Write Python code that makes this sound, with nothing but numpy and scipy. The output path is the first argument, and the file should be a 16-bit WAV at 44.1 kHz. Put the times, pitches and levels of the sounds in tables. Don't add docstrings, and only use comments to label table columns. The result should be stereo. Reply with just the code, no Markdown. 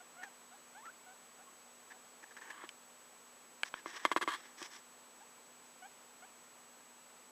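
import sys
import numpy as np
from scipy import signal
from scipy.fft import rfft, irfft, next_fast_len
from scipy.io import wavfile
from scipy.ndimage import map_coordinates

SR = 44100
rng = np.random.default_rng(int(sys.argv[2]) if len(sys.argv) > 2 else 0)


def log_audio(samples):
    frames = np.atleast_2d(samples).T
    limited = np.clip(frames, -1, 1)
    pcm = np.round(limited * 32767).astype(np.int16)
    wavfile.write(sys.argv[1], SR, pcm)


N = 322355

# pitch_hz, width_hz, struck_db, rubbed_db
CASE_NOTES = [(331, 53, 2, -0.5), (600, 150, -6.5, -29), (1020, 89, 2, -1.5), (1146, 95, 3, 1),
              (1680, 230, -14, -2), (2097, 63, 1, -8), (3230, 200, -12, -7), (4140, 700, -36, -17.5),
              (7650, 2600, -26, -24)]


def amp(db):
    return 10 ** (np.asarray(db) / 20)


def unit(x):
    return x / np.sqrt(np.mean(x ** 2) + 1e-20)


def along(points, hz):
    pitches, values = np.transpose(points)
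    return np.interp(np.log(hz + 1), np.log(pitches + 1), values)


def wobble(rate, size=N):
    t = np.arange(size) / SR
    return map_coordinates(rng.standard_normal(int(N * rate / SR) + 4), [t * rate])


def filtered(x, response):
    size = next_fast_len(x.shape[-1] + 8192)
    hz = np.fft.rfftfreq(size, 1 / SR)
    return irfft(rfft(x, size) * response(hz), size)[..., :x.shape[-1]]


def coloured(x, colour):
    return unit(filtered(x, lambda hz: amp(along(colour, hz))))


def gate(t, start, end, edge):
    return np.clip(np.minimum(t - start, end - t) / edge + .5, 0, 1)


def shelf(hz, corner_hz):
    return 1 / (1 + (hz / corner_hz) ** 4)


def add(track, start_s, sound):
    part = track[round(start_s * SR):][:len(sound)]
    part += sound[:len(part)]


def background(air_db=-62, hiss_db=-68):
    # pitch_hz, level_db
    air_colour = [(20, -16), (45, -55), (90, -19), (160, -8), (260, -4.5), (350, -4), (480, 1), (620, -1.5),
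                  (1050, 1), (1700, -4.5), (3200, -8), (5500, -12.5), (9000, -22.5)]
    # pitch_hz, level_db
    hiss_colour = [(3000, -22), (5700, -3.5), (6450, 7.5), (7200, 3), (8200, 0.5), (8750, 2), (9500, -3),
                   (12000, -5), (15000, -4.5)]
    # pitch_hz, side_db
    stereo_width = [(60, -28), (110, -27), (200, -31), (380, -19), (700, -14.5), (1290, -13.5),
                    (2380, -9.5), (4400, -7.5), (8120, -13), (15000, -3)]
    # pitch_hz, level_db
    tones = [(60, -99), (242.3, -76), (7867, -64.5), (12408, -86)]
    t = np.arange(N) / SR
    air, hiss = rng.standard_normal((2, 2, N))
    middle, side = amp(air_db) * coloured(air, air_colour) + amp(hiss_db) * coloured(hiss, hiss_colour)
    side = filtered(side, lambda hz: amp(along(stereo_width, hz)))
    for pitch_hz, level_db in tones:
        middle += np.sqrt(2) * amp(level_db) * np.sin(2 * np.pi * pitch_hz * t + 0.25 * wobble(7.7))
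    return np.array([middle + side, middle - side])


def voice(start_s, pitch_hz, level_db, overtones_db, attack_s=0.0051, release_s=0.0049):
    # pitch_multiple, level_db
    upper_overtones = [(3, -9), (4, -11.5)]
    # time_s, boost_db
    facing = [(2, -3.5), (5.5, 1.5)]
    even_hz, purer_db_per_octave = 745, 27
    size = len(pitch_hz)
    t = np.arange(size) / SR
    shaky_hz = pitch_hz * (1 + 0.012 * wobble(291, size))
    phase = 2 * np.pi * np.cumsum(shaky_hz) / SR
    facing_db = np.interp(start_s, *np.transpose(facing))
    upper = sum(amp(db + facing_db) * np.cos(multiple * phase) for multiple, db in upper_overtones)
    overtone_gain = amp(overtones_db - purer_db_per_octave * np.log2(pitch_hz / even_hz))
    tone = np.cos(phase) + overtone_gain * (np.cos(2 * phase) + upper)
    fade = np.clip(np.minimum(t / attack_s, (t[-1] - t) / release_s), 0, 1)
    return np.sqrt(2) * tone * fade * amp(level_db + wobble(126, size))


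def squeaks():
    # start_s, length_s, start_hz, end_hz, middle_sag_hz, level_db, overtones_db
    short_calls = [ (0, .022, 715, 724, -2, -59.5, -1), (0.512, 0.054, 684, 880, 9, -62, -4.5),
                   (1.061, 0.077, 725, 780, 5, -62.5, -1), (1.386, 0.053, 700, 973, 67, -64, -3),
                   (1.46, .042, 1110, 1110, 22, -62, -4), (1.658, .04, 745, 785, 0, -66.5, -13),
                   (1.925, .047, 760, 807, 35, -65, -6), (5.204, 0.04, 768, 984, 20, -60, -3),
                   (5.82, .053, 745, 871, 52, -56.5, -2), (6.221, 0.035, 725, 835, 42, -58.5, -0.5), ]
    # time_s, pitch_hz, level_db
    squeals = [
        [(0.163, 671, -66), (0.189, 728, -59), (0.219, 730, -57.5), (0.245, 820, -59), (0.283, 767, -60),
         (0.288, 770.9, -71)],
        [(0.747, 705, -58.5), (0.779, 840, -58), (0.821, 950, -62), (0.861, 1410, -53), (0.881, 1294, -50),
         (0.908, 1659, -57)],
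    ]
    out = np.zeros(N)
    for start_s, length_s, start_hz, end_hz, sag_hz, level_db, overtones_db in short_calls:
        progress = np.linspace(0, 1, round(length_s * SR))
        pitch_hz = start_hz + (end_hz - start_hz) * progress - sag_hz * np.sin(np.pi * progress)
        add(out, start_s, voice(start_s, pitch_hz, level_db, overtones_db))
    for points in squeals:
        times, pitches, levels = np.transpose(points)
        t = np.arange(times[0], times[-1], 1 / SR)
        pitch_hz, level_db = np.interp(t, times, pitches), np.interp(t, times, levels)
        add(out, times[0], voice(times[0], pitch_hz, level_db, overtones_db=1))
    return out


def slips(rate, smooth):
    jolts = (rng.random(N) < rate / SR) * rng.standard_normal(N)
    return unit(unit(jolts) + smooth * rng.standard_normal(N))


def scratches(rise_s=0.004, fall_s=0.0037):
    # start_s, length_s, level_db
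    strokes = [ (0.221, 0.028, -52), (.231, 0.0077, -49), (0.853, 0.018, -52.5), (1.901, 0.025, -53),
               (2.226, 0.017, -53.5), (2.306, 0.018, -57.5), (2.365, 0.0088, -46), (2.38, 0.013, -55.5),
               (2.411, 0.011, -50.5), (2.423, 0.1, -55.5), (2.498, 0.016, -54), ]
    # pitch_hz, level_db
    claw_colour = [(100, -41), (330, -4.5), (620, -13), (850, -0.5), (1350, -5.5), (1620, 3.5), (1780, 7),
                   (2050, -4.5), (3200, -12.5), (4500, -20.5), (6500, -15.5), (10000, -30), (15000, -33)]
    loudness, t = np.zeros(N), np.arange(N) / SR
    for start_s, length_s, level_db in strokes:
        rise = np.clip((t - start_s) / rise_s, 0, 1)
        fall = np.exp(-np.maximum(t - start_s - length_s, 0) / fall_s)
        loudness += amp(level_db) * rise * fall
    return loudness * coloured(slips(7000, smooth=1.0), claw_colour)


def click(colour_db, size=2048, travel_s=0.000995):
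    hz = np.fft.rfftfreq(size, 1 / SR)
    cepstrum = irfft(np.log(amp(colour_db(hz))))
    cepstrum[1:size // 2] *= 2
    cepstrum[size // 2 + 1:] = 0
    phase_lag = 4 * np.pi * travel_s * np.sqrt(1000 * hz)
    return irfft(np.exp(rfft(cepstrum) - 1j * phase_lag))


def ticks(chatter=0.1):
    # start_s, level_db, treble_db, body_db, chatter_s
    snaps = [(2.504, -48, 19, 12, 0.011), (2.691, -43.5, 9.5, -3, 0.0032), (3.633, -27.5, 1.5, 0.5, 0.0016),
             (3.7399, -35, -8, 13.5, 0.0016), (4.6275, -44, 13, -6, 0.0021)]
    # pitch_hz, level_db
    tick_colour = [(100, -32), (300, -16), (700, -9), (1000, -5), (1300, -7), (1640, 5), (2050, -5),
                   (2550, 1), (2800, -3), (3150, 1), (3600, -11), (5200, -16), (6200, -22), (8500, -21),
                   (11000, -36), (15000, -48)]
    out, t = np.zeros(N), np.arange(SR // 20) / SR
    for start_s, level_db, treble_db, body_db, chatter_s in snaps:
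        force = (t == 0) + chatter * rng.standard_normal(len(t)) * np.exp(-t / chatter_s)
        ring = click(lambda hz: along(tick_colour, hz)
                     + treble_db * (1 - shelf(hz, 4500)) + body_db * shelf(hz, 2070))
        snap = signal.fftconvolve(force, ring)
        add(out, start_s, amp(level_db) * snap / np.std(snap[:SR // 250]))
    return out


def case_ring(strengths_db, thud_db, hardness_hz, thin_hz=220, bass_db=-7):
    def colour_db(hz):
        power = sum(np.abs(amp(db) * hz * width / (pitch ** 2 - hz ** 2 + 1j * hz * width)) ** 2
                    for (pitch, width, _, _), db in zip(CASE_NOTES, strengths_db))
        notes_db = 10 * np.log10(power * shelf(hz, hardness_hz) + 1e-7)
        return notes_db + bass_db * shelf(hz, thin_hz) + thud_db * shelf(hz, 540)
    return click(colour_db)


def drags(low_notes_db=-6, uneven_db=0.5, edge_s=0.025):
    # start_s, length_s, level_db, thud_db, hardness_hz
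    slides = [(2.519, .14, -55, -3.5, 2420), (4.291, .068, -41.5, -10, 11000)]
    press_db_per_s, climb_octaves_per_s = 29, 1.21
    out, t = np.zeros(N), np.arange(SR // 4) / SR
    pitch_hz, _, _, rubbed_db = np.transpose(CASE_NOTES)
    for start_s, length_s, level_db, thud_db, hardness_hz in slides:
        ring = case_ring(rubbed_db + low_notes_db * shelf(pitch_hz, 750), thud_db, hardness_hz)
        rasp = signal.fftconvolve(slips(3000, smooth=0.56)[:SR // 2], ring)
        from_middle_s = t - length_s / 2
        speed = 2 ** (climb_octaves_per_s * from_middle_s)
        climbing = unit(map_coordinates(rasp, [np.cumsum(speed)]))
        loudness = amp(level_db + press_db_per_s * from_middle_s + uneven_db * wobble(91, len(t)))
        add(out, start_s, loudness * gate(t, 0, length_s, edge_s) * climbing)
    return out


def knocks(skid_hardness_hz=10000, spread_db=-1.5, edge_s=0.019):
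    # start_s, level_db, thud_db, hardness_hz, skid_s, skid_db
    taps = [(2.638, -45.5, 6.5, 1500, 0.015, -55.5), (3.859, -37, 1.5, 2400, 0.02, -56),
            (4.0512, -21.5, -2.5, 5000, 0.0075, -33), (4.1149, -27, 0.5, 2190, 0.012, -36),
            (4.1624, -23.5, 0, 1950, 0.016, -35), (4.2116, -38, -2.5, 2500, 0.024, -36.5),
            (4.276, -29, -3.5, 2180, 0.021, -36.5), (4.616, -46, 9.5, 1400, 0.015, -55)]
    out, t = np.zeros(N), np.arange(SR // 10) / SR
    rubbing = slips(4000, smooth=1.0)
    _, _, struck_db, rubbed_db = np.transpose(CASE_NOTES)
    for start_s, level_db, thud_db, hardness_hz, skid_s, skid_db in taps:
        blow_change_db, skid_change_db = spread_db * rng.standard_normal((2, len(CASE_NOTES)))
        blow = case_ring(struck_db + blow_change_db, thud_db, hardness_hz)
        add(out, start_s, amp(level_db) * blow / np.std(blow[:SR // 250]))
        force = rubbing[round(start_s * SR):][:len(t)] * gate(t, 0, skid_s, edge_s)
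        ring = case_ring(rubbed_db + skid_change_db, thud_db, skid_hardness_hz)
        skid = signal.fftconvolve(force, ring)[:len(t)]
        add(out, start_s, amp(skid_db) * skid / np.std(skid[t < skid_s]))
    return out


def brushes(treble_hz=3800, uneven_db=1.6):
    # start_s, length_s, level_db, treble_db
    passes = [ (3.643, .055, -55.5, 6), (3.73, 0.09, -55, -3), (3.847, .1, -52.5, 0),
              (3.927, 0.067, -46.5, -0.5), (3.97, 0.16, -51, -5), (4.2, 0.36, -58, -1),
              (4.566, 0.13, -52.5, 7), (4.697, 0.11, -55.5, 5.5), ]
    # pitch_hz, level_db
    cloth_colour = [(200, -25), (330, 7), (500, -7), (1100, 9.5), (1400, 3.5), (1750, 12.5), (2700, 0.5),
                    (3400, 3.5), (4500, -5), (5400, 2.5), (7000, -6), (10000, -19), (15000, -30)]
    out = np.zeros(N)
    fibres = coloured(slips(4000, smooth=0.67), cloth_colour) * amp(uneven_db * wobble(90))
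    for start_s, length_s, level_db, treble_db in passes:
        swell = np.sin(np.linspace(0, np.pi, round(length_s * SR)))
        grain = fibres[round(start_s * SR):][:len(swell)]
        rustle = filtered(grain, lambda hz: amp(treble_db * (1 - shelf(hz, treble_hz))))
        add(out, start_s, amp(level_db) * swell * rustle)
    return out


def stereo_tail(x, fade_s=0.099, bass_db=-8):
    t = np.arange(SR // 5) / SR
    noise = filtered(rng.standard_normal((2, len(t))), lambda hz: amp(bass_db * shelf(hz, 2600)))
    tail = noise * amp(-60 * t / fade_s)
    return signal.fftconvolve(x[None], tail / np.linalg.norm(tail[0]), axes=1)[:, :N]


def scene(tail_db=-26):
    near = squeaks() + scratches() + ticks() + knocks() + drags() + brushes()
    return near + amp(tail_db) * stereo_tail(near) + background()


def record(dry):
    top_hz = 15300
    return filtered(dry, lambda hz: hz < top_hz)


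dry = scene()
out = record(dry)
log_audio(out)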